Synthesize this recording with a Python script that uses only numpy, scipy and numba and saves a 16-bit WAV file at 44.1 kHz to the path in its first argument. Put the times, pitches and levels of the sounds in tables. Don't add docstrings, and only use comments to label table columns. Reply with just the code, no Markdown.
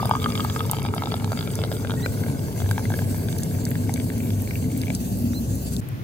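import sys
import numpy as np
from scipy import signal
from scipy.fft import rfft, irfft
from scipy.io import wavfile
from scipy.ndimage import uniform_filter1d
from numba import njit

SR = 44100
rng = np.random.default_rng(int(sys.argv[2]) if len(sys.argv) > 2 else 0)


def transcribe(u):
    v = np.clip(np.atleast_2d(u).T, -1, 1)
    q = np.round(v * 32767).astype(np.int16)
    wavfile.write(sys.argv[1], SR, q)


N = 265967
T = np.arange(N) / SR
JUMP_S = 5.806
AIR_LAG, MUG_LAG, WALL_LAG, FIRE_LAG, ROAD_LAG = 10, 4, 3, 21, 16

FLOW_DB, FLOW_DB_PER_S = -42, -4
STOP_S, STOP_FADE_S = 4.95, 0.041
HUM_HZ, HUM_WIDTH_HZ, HUM_DB, HUM_DB_PER_S = 433, 58, -37.5, -2.0
AIR_M = 0.07125
FILL_M, FILL_POWER = 0.0062, 1.122
AIR_Q, AIR_Q_PER_S, AIR_DB, AIR_DB_PER_S = 20.2, -1.7, 10, -3
SLAP_S, SLAP_S_PER_S = 0.0033, 0.00077
TRICKLE_DB, TRICKLE_DB_PER_S, TRICKLE_OCTAVES, TRICKLE_CYCLES = -40, 0.05, 0.23, 6.4
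RUSH_DB, RUSH_DB_PER_S = -28.5, -13

# start_s [s], slap_db [dB], tick_db [dB], bubble start pitch_hz [Hz], bubble_db [dB]
SPLASHES = [(0.001, -24, -37, 1200, -23), (0.0294, -40, -42.5, 805, -15.5), (0.0489, -22, -19, 608, -25),
            (0.0554, -14, -16.5, 687, -21), (0.094, -37, -31, 820, -18.5), (0.1114, -14, -10, 895, -8),
            (0.137, -32, -24, 900, -20), (0.1524, -26, -13.5, 1080, -17), (0.167, -28, -25, 1000, -28),
            (0.2, -35, -21, 1200, -48), (0.2195, -35, -19, 1210, -40), (0.229, -22, -18, 1200, -40),
            (0.2427, -18, -9, 1260, -35), (0.2602, -37, -17, 1280, -12.5), (0.303, -33, -15, 1210, -31),
            (0.3216, -26, -14, 1200, -48), (0.3538, -18, -9.5, 1210, -46), (0.377, -23, -11, 1230, -41),
            (0.397, -20, -20, 1210, -22), (0.405, -30, -8, 1210, -36), (0.448, -6.5, -16, 1210, -46),
            (0.4989, -20, -13, 1210, -50), (0.528, -32, -32, 1220, -43), (0.5621, -8, -43, 1250, -43),
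            (0.5936, -25, -16.5, 960, -40), (0.606, -8.5, -10.5, 1270, -34), (0.6527, -31, -20, 956, -32),
            (0.6974, -28, -16.5, 900, -27.5), (0.7178, -32, -22, 910, -32), (0.7334, -17, -15, 855, -21),
            (0.746, -32, -17, 900, -34), (0.7682, -31, -17.5, 864, -30), (0.786, -32, -17.5, 800, -28),
            (0.796, -34, -22, 850, -38), (0.8193, -36, -17.5, 869, -35), (0.851, -17, -20, 840, -25),
            (0.862, -32, -19, 850, -29), (0.887, -36, -19.5, 900, -35), (0.9383, -11, -37, 870, -31),
            (0.9643, -24, -35.5, 664, -23), (0.9806, -17, -12.5, 720, -28), (1.0216, -11.5, -35, 850, -26),
            (1.0362, -28, -16, 756, -21.5), (1.058, -31, -12, 760, -31), (1.0722, -23, -21, 836, -25),
            (1.1152, -30, -20, 556, -31), (1.1201, -15, -15, 690, -29), (1.1413, -15.5, -13, 670, -20.5),
            (1.1662, -41, -20, 900, -45), (1.1993, -32, -19, 660, -33), (1.2082, -27, -35, 900, -37),
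            (1.222, -29, -33, 800, -30), (1.2443, -24, -16.5, 845, -26), (1.261, -42, -42, 794, -31),
            (1.277, -39, -31, 880, -28), (1.3191, -13, -32, 634, -21), (1.33, -16, -33, 736, -27),
            (1.3742, -20, -18, 570, -29), (1.3902, -38, -14.5, 670, -34), (1.4093, -23, -13, 1280, -48),
            (1.427, -24, -20, 880, -45), (1.475, -23, -14.5, 580, -27.5), (1.504, -41, -22, 700, -44),
            (1.5364, -39, -23, 690, -46), (1.5898, -20, -18, 600, -23.5), (1.6166, -38, -17.5, 676, -30),
            (1.638, -15.5, -11, 550, -21), (1.649, -34, -22, 696, -31), (1.7166, -19, -16.5, 580, -20.5),
            (1.726, -30, -17, 696, -34), (1.7679, -29, -22, 700, -41), (1.8484, -17, -32, 552, -26),
            (1.872, -30, -18, 600, -43), (1.8969, -13.5, -23, 550, -35), (1.907, -18, -15.5, 597, -41),
            (1.918, -18, -20, 600, -45), (1.9386, -20, -25, 593, -26.5), (2.061, -10.5, -41, 540, -26),
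            (2.175, -28, -44, 696, -44), (2.2079, -33, -48, 700, -45), (2.2365, -22, -41, 568, -47),
            (2.2647, -24, -39, 580, -28), (2.284, -26, -40, 905, -40), (2.3, -29, -27, 900, -40),
            (2.3477, -35, -42, 700, -37), (2.393, -31, -25, 665, -34), (2.4838, -33, -35, 855, -41),
            (2.58, -36, -40, 700, -40), (2.603, -21.5, -21.5, 660, -36), (2.619, -22, -31, 664, -29),
            (2.643, -30, -36, 700, -41), (2.661, -25, -38, 680, -35), (2.6908, -34, -22, 690, -34),
            (2.7119, -11, -20, 883, -47), (2.7801, -14, -30, 900, -27), (2.794, -24.5, -40, 890, -33),
            (2.854, -20, -42, 552, -46), (2.9029, -22, -30, 700, -28), (2.92, -24, -25, 700, -34),
            (2.9395, -16.5, -23, 546, -25), (2.9903, -19.5, -25, 567, -25.5), (3.02, -28, -31, 700, -33),
            (3.1452, -28.5, -36, 860, -38), (3.2211, -36, -40, 900, -52), (3.286, -26.5, -21, 689, -36),
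            (3.3274, -35, -21, 845, -51), (3.3648, -31, -42, 900, -42), (3.432, -31, -25, 575, -48),
            (3.5497, -30, -41, 643, -43), (3.6663, -24, -41, 624, -34), (3.715, -23, -22.5, 598, -52),
            (3.7545, -20.5, -27, 620, -36), (3.894, -22.5, -36, 770, -24.5), (3.9605, -30, -28, 686, -40),
            (3.976, -27, -37, 600, -48), (4, -46, -17, 656, -42), (4.0696, -41, -49, 700, -42),
            (4.1018, -20.5, -43, 640, -44), (4.12, -35, -45, 700, -42), (4.136, -38, -45, 900, -54),
            (4.2043, -26.5, -44, 685, -45), (4.2702, -36, -34, 670, -47), (4.3048, -36, -20.5, 624, -43),
            (4.475, -26, -28, 597, -40), (4.5092, -24.5, -27, 568, -55), (4.5358, -31, -45, 700, -50),
            (4.5555, -24.5, -62, 581, -41), (4.6269, -36, -40, 705, -50), (4.702, -37, -39, 600, -56),
            (4.7192, -36, -45, 552, -50), (4.835, -26.5, -29, 552, -39), (4.8693, -30, -33, 540, -39),
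            (4.8815, -27, -33, 657, -33), (4.9029, -26, -17, 584, -26)]


def pour():
    s, slap_db, tick_db, bubble_hz, bubble_db = np.transpose(SPLASHES)
    air_hz = 343 / 4 / (AIR_M - FILL_M * T ** FILL_POWER)
    air_width = air_hz / np.maximum(AIR_Q + AIR_Q_PER_S * T, 3)
    spread = 2 ** (0.15 * rng.standard_normal((len(s), 2)).T)
    slap_hz = spread[0] * air_hz[(s * SR).astype(int)]
    slaps = grains(s, slap_hz, SLAP_S + SLAP_S_PER_S * s, undb(slap_db), 0., 0.17, N)
    ticks = grains(s, spread[1] * 3000.0, 0 * s + 0.0016, undb(tick_db), 0., 0.11, N)
    bubble_s = np.maximum(s - 0.19 / bubble_hz, 0)
    bubbles = grains(bubble_s, bubble_hz, 10. / bubble_hz, undb(bubble_db), 0.066, 0.71, N)

    flow_db = FLOW_DB + FLOW_DB_PER_S * T
    flowing = np.clip((STOP_S - T) / STOP_FADE_S, 0, 1)
    chance = rng.random((3600, 3)).T
    at = STOP_S * chance[0]
    small_hz = 700 * 6.2 ** chance[2]
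    small_db = flow_db[(at * SR).astype(int)] + np.minimum(4 - 4 * np.log(chance[1]), 16)
    small = grains(at, small_hz, 7.9 / small_hz, undb(small_db), 0.26, 0.14, N)
    chance = rng.standard_normal((900, 2)).T
    at = STOP_S * rng.random(900)
    plop_hz = air_hz[(at * SR).astype(int)] * 2 ** np.clip(TRICKLE_OCTAVES * chance[0], -1, 1)
    plop_db = TRICKLE_DB + TRICKLE_DB_PER_S * at + 5.7 * np.minimum(chance[1], 1.5)
    small = small + grains(at, plop_hz, TRICKLE_CYCLES / plop_hz, undb(plop_db), 0.15, 0.26, N)

    churn = rng.standard_normal(N) * flowing * undb(flow_db + 5 * np.clip(walk(130), -3, 1.6))
    rush = rng.standard_normal(N) * flowing * undb(RUSH_DB + RUSH_DB_PER_S * T)
    drive = slaps + ticks + small + undb(6.0) * bubbles
    air = svf(drive + undb(10.5) * churn + rush, air_hz, air_width)
    air = air * undb(AIR_DB + AIR_DB_PER_S * T)

    knocks = slaps + ticks + small + undb(4.5) * bubbles + undb(-3.0) * churn
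    knocks = undb(8.0) * knocks
    left_wall = undb(0.3) * glass(knocks)
    right_wall = undb(-0.7) * np.roll(glass(knocks), WALL_LAG)
    hum = hump(HUM_HZ, HUM_WIDTH_HZ) * flowing * undb(HUM_DB + HUM_DB_PER_S * T)
    direct = bubbles + hum + undb(-8.0) * drive
    return ports(direct, MUG_LAG, 0.5) + ports(air, AIR_LAG) + np.array([left_wall, right_wall])


DULL_DB_PER_S, DULL_HZ = -1, 2380
DAMP_PER_S = 0.15
SPOT_DB, SLOSH = 4, .035

# pitch_hz before sloshing [Hz], width_hz at the start [Hz],
# level_db at 2 s [dB]
MUG_MODES = [(885, 106, -8.5), (1600, 61, -7.5), (2245, 86, -3), (2796, 58, -7.5), (3326, 144, -5),
             (3660, 134, -4), (4804, 90, 2.5)]


def glass(drive):
    out = 0
    for hz, width, db in MUG_MODES:
        level_db = db + DULL_DB_PER_S * np.log2(hz / DULL_HZ) * (T - 2.0)
        struck = drive * undb(SPOT_DB * walk(70.))
        mode = svf(struck, hz * (1 + SLOSH * walk(30.)), width * (1 + DAMP_PER_S * T))
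        out = out + undb(level_db) * mode
    return out


# start_s [s], level_db before the sputter [dB]
EMBER_LEVEL = [(0.0, -44.5), (0.53, -40), (0.9, -46.5), (1.55, -41.5), (1.85, -44.5), (2.11, -41),
               (2.46, -43), (2.73, -40), (3.63, -41.5), (4.66, -41), (5.8, -40.5)]
# pitch_hz [Hz], relative level_db per Hz [dB]
EMBER_COLOUR = [(880, -14), (1500, -1), (1940, -7), (2440, -8), (2590, -1.5), (3550, -5.5), (4000, -3.5),
                (4550, 1), (5440, -2.5), (6500, 2.5), (8660, 1.5), (9850, 0), (10800, 0.5), (13700, 1.5),
                (16000, -1.5)]


def fire():
    sputter_db = 1.3 * walk(60)
    hiss = field(EMBER_COLOUR, FIRE_LAG, 5000, 2.3, 26, count=5)
    hiss = hiss * undb(curves(EMBER_LEVEL)[0] + sputter_db)
    chance = rng.random((600, 4)).T
    faint_db = np.minimum(-42.0 - 4.0 * np.log(chance[1]), -24.0)
    faint_hz = 4500 * 3.4 ** np.sqrt(chance[2])
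    return hiss + click(JUMP_S * chance[0], faint_db, faint_hz, 10.0 * (chance[3] - .5), 0.0017)


# start_s at the left port [s], peak
# level_db before panning [dB], # pitch_hz, with the noise band from 0.3 octave below to 0.8 octave above it
# [Hz], pan_db left minus right [dB]
CLEAR_CLICKS = [(0.057, -14.5, 11500, -1), (0.0942, -17.5, 9550, -0.5), (0.23, -22, 13600, -2),
                (0.4434, -14.5, 12400, 0), (0.4514, -25, 14200, -1), (0.6632, -19, 8300, -0.5),
                (0.7132, -4.5, 9000, -0.5), (0.829, -20.5, 7700, -4), (0.9482, -19.5, 7600, -0.5),
                (1.2446, -26, 4830, -12), (1.3197, -24, 4700, -6), (1.3193, -25, 12500, 0),
                (1.5143, -25, 7900, -4), (1.5543, -16.5, 6600, -2), (1.555, -20, 12500, 0),
                (2.299, -28, 9000, 0), (2.711, -21.5, 4840, -11), (2.712, -16, 11000, 2),
                (3.1797, -18.5, 12500, -0.5), (3.3838, -13, 12500, -1), (3.3865, -23.5, 4000, 0),
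                (3.4336, -14, 5660, -6), (3.6526, -15.5, 5500, 1), (3.652, -20, 12500, 0),
                (3.6892, -19, 12200, 0), (3.706, -14, 13500, 0), (3.714, -24, 9000, 0),
                (3.893, -22, 10500, 0), (3.939, -14.5, 7650, 1), (3.9394, -20, 4360, -2),
                (4.1809, -21, 12500, 1.5), (4.4207, -13.5, 10500, 0), (4.776, -13, 12300, 2),
                (4.816, -20, 11000, 0), (4.816, -22, 3300, 0), (4.9495, -15, 5900, 0),
                (5.1726, -22, 14100, -1.5), (5.1876, -17, 13600, -0.5), (5.333, -32, 1400, -8),
                (5.5548, -16, 14200, 0), (5.6496, -25, 13600, 0), (5.765, -20, 9100, 0),
                (5.7656, -20, 3960, 6), (5.888, -29, 11300, 21)]


def clear_clicks():
    return click(*np.transpose(CLEAR_CLICKS), 0.0032)


def click(s, db, hz, pan_db, tail_s):
    t = np.arange(600) / SR
    shape = np.exp(-t / 0.0005) + 0.25 * np.exp(-t / tail_s)
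    out = np.zeros((2, N + 700))
    for k, noise in enumerate(rng.standard_normal((len(s), 600))):
        band = np.minimum(hz[k] * 2 ** np.array([-.3, .8]), [15000, 19000])
        sos = signal.butter(3, band, "bandpass", fs=SR, output="sos")
        burst = signal.sosfilt(sos, noise * shape + 3 * (t == 0))
        burst *= undb(db[k]) / np.abs(burst).max()
        for side, lag in enumerate((0, FIRE_LAG)):
            at = int(s[k] * SR) + lag
            out[side, at:at + 600] += burst * undb((.5 - side) * pan_db[k])
    return out[:, :N]


GLIDE_S = .022
CLIMB_HZ_PER_S = 1100

# start_s [s], length_s [s], start_hz [Hz], end_hz of the glide before the creep [Hz],
# rms level_db before swell and flutter [dB]
BIRD_NOTES = [(1.998, 0.027, 4900, 6050, -46), (2.014, 0.058, 3210, 4040, -42),
              (5.313, 0.027, 4700, 5860, -48.5), (5.331, 0.071, 3370, 4050, -39.5),
              (1.955, 0.15, 1785, 1845, -51), (4.345, 0.27, 2010, 1840, -60)]


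def bird():
    out = 0
    for s, length, start_hz, end_hz, db in BIRD_NOTES:
        place = np.clip((T - s) / length, 0, 1)
        glide = np.maximum(1 - place * length / GLIDE_S, 0) ** 1.43
        hz = end_hz + (start_hz - end_hz) * glide
        hz = hz + CLIMB_HZ_PER_S * place * length * (end_hz > start_hz)
        pitch_share, flutter_db = (0.0035, 2.2) if end_hz > 3000 else (.015, 6)
        note = tone(hz * (1 + pitch_share * walk(160.0)), db + flutter_db * walk(77.0))
        out = out + np.sin(np.pi * place) * note
    return ports(out, FIRE_LAG + 1, -3.0)


DRONE_HZ, DRONE_WIDTH_HZ = 100.3, 11.5
ENGINE_S, ENGINE_HZ, ENGINE_HZ_PER_S = 2.4, 48.58, 5.2
ENGINE_DB, ENGINE_DB_PER_S, THIRD_DB = -62.5, 9, -38

# start_s [s], level_db of the rumble between the ports [dB],
# upper_db of the hump before it wavers and is panned [dB]
ROAD_LEVEL = [(0.0, -27, -35), (1.47, -28.5, -37), (2.26, -26, -37), (3.4, -26.5, -34.5),
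              (4.2, -27.5, -27.5), (5.79, -29, -32.5)]
# pitch_hz [Hz], relative level_db per Hz [dB]
ROAD_COLOUR = [(15, -60), (25, -44), (34, -54), (43, -17), (102, 0.5), (129, 0.5), (189, -5), (248, -10.5),
               (332, -14), (671, -21), (867, -29.5), (1140, -33.5), (1500, -46.5), (1950, -85),
               (3300, -120)]
# start_s [s], level_db before panning [dB]
DRONE_LEVEL = [(0.0, -28.5), (1.1, -31), (1.4, -37), (1.7, -29.5), (2.2, -28.5), (3.9, -27.5), (4.6, -28.5),
               (5.3, -31.5), (5.8, -39)]


def traffic():
    db, upper_db = curves(ROAD_LEVEL)
    rumble = field(ROAD_COLOUR, ROAD_LAG, 11000.0, 0.06, 3.5)
    rumble = rumble * undb(db + np.array([[.5], [-.5]]))
    since = T - ENGINE_S
    hz = ENGINE_HZ + ENGINE_HZ_PER_S * since
    engine = tone(hz, ENGINE_DB + ENGINE_DB_PER_S * since) + tone(3 * hz, THIRD_DB)
    engine = engine * np.clip(1 + since / 0.7, 0, 1)
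    drone = hump(DRONE_HZ, DRONE_WIDTH_HZ) * undb(curves(DRONE_LEVEL)[0])
    upper = hump(239.2, 55.0) * undb(upper_db + 2.0 * walk(5.01))
    return rumble + ports(upper + engine + drone, ROAD_LAG, 0.96)


# pitch_hz [Hz], relative level_db per Hz [dB]
FAR_COLOUR = [(24, -60), (40, -30), (127, -1.5), (171, -18), (249, -16.5), (500, -30), (900, -35),
              (2630, -41.5), (4680, -48), (8500, -56), (13000, -48.5), (16000, -51)]


def quiet_spot():
    return field(FAR_COLOUR, ROAD_LAG, 1000.0, 0.79, 13.0) * undb(-30)


def field(colour, lag, diffuse_hz, flicker_db, rate, count=2):
    f = np.maximum(np.fft.rfftfreq(N, 1 / SR), 1)
    hz, db = np.transpose(colour)
    gain = undb(np.interp(np.log(f), np.log(hz), db))
    share = np.clip(0.11 + f / (f + diffuse_hz), 0, 1)
    direct = rfft(ports(rng.standard_normal(N), lag))
    scattered = rfft(rng.standard_normal((2, N)))
    mix = gain * (np.sqrt(1 - share) * direct + np.sqrt(share) * scattered)
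    place, out = count * np.log2(f), 0
    for band in range(int(count * np.log2(hz[0])), int(count * np.log2(hz[-1])) + 2):
        window = np.cos(np.pi / 2 * np.clip(place - band, -1, 1)) ** 2
        out = out + irfft(mix * window, N) * undb(flicker_db * walk(rate))
    return unit(out)


def hump(hz, width):
    hz, width = hz + 0 * T, width + 0 * T
    return unit(svf(svf(rng.standard_normal(N), hz, width), hz, width))


def tone(hz, db):
    return np.sqrt(2) * undb(db) * np.sin(2 * np.pi * np.cumsum(hz) / SR)


@njit
def grains(s, hz, t60, size, glide, swell, length):
    y = np.zeros(length)
    for e in range(len(s)):
        start, span, phase = int(s[e] * SR), int(t60[e] * SR), 0.
        for i in range(min(span, length - start)):
            rise = min(phase / (2 * np.pi * swell), 1.)
            y[start + i] += size[e] * np.sin(phase) * rise * 1000. ** (-i / span)
            phase += 2 * np.pi * hz[e] * (1 + glide * i / span) / SR
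    return y


@njit
def svf(x, hz, width):
    y, b, l = np.empty(len(x)), 0., 0.
    for i in range(len(x)):
        g, k = np.tan(np.pi * hz[i] / SR), width[i] / hz[i]
        v = (b + g * (x[i] - l)) / (1 + g * (g + k))
        b, l, y[i] = 2 * v - b, l + 2 * g * v, k * v
    return y


def ports(x, lag, pan_db=0.):
    return np.array([x * undb(pan_db / 2), np.roll(x, lag) * undb(-pan_db / 2)])


def walk(rate):
    k = int(SR / rate)
    steps = np.repeat(rng.standard_normal(N // k + 1), k)
    return unit(uniform_filter1d(uniform_filter1d(steps, k), k)[:N])


def curves(table):
    s, *columns = np.transpose(table)
    return [np.interp(T, s, c) for c in columns]


def undb(db):
    return 10 ** (np.asarray(db) / 20)


def unit(x):
    return x / np.sqrt(np.mean(x ** 2))


def scene():
    before = np.clip((JUMP_S - T) / 0.002, 0, 1)
    after = np.clip((T - JUMP_S) / 0.0082, 0, 1)
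    near = pour() + fire() + bird() + traffic()
    return before * near + after * quiet_spot() + clear_clicks()


def record(dry):
    return signal.sosfilt(signal.ellip(10, .3, 70, 15780, fs=SR, output="sos"), dry)


dry = scene()
out = record(dry)
transcribe(out)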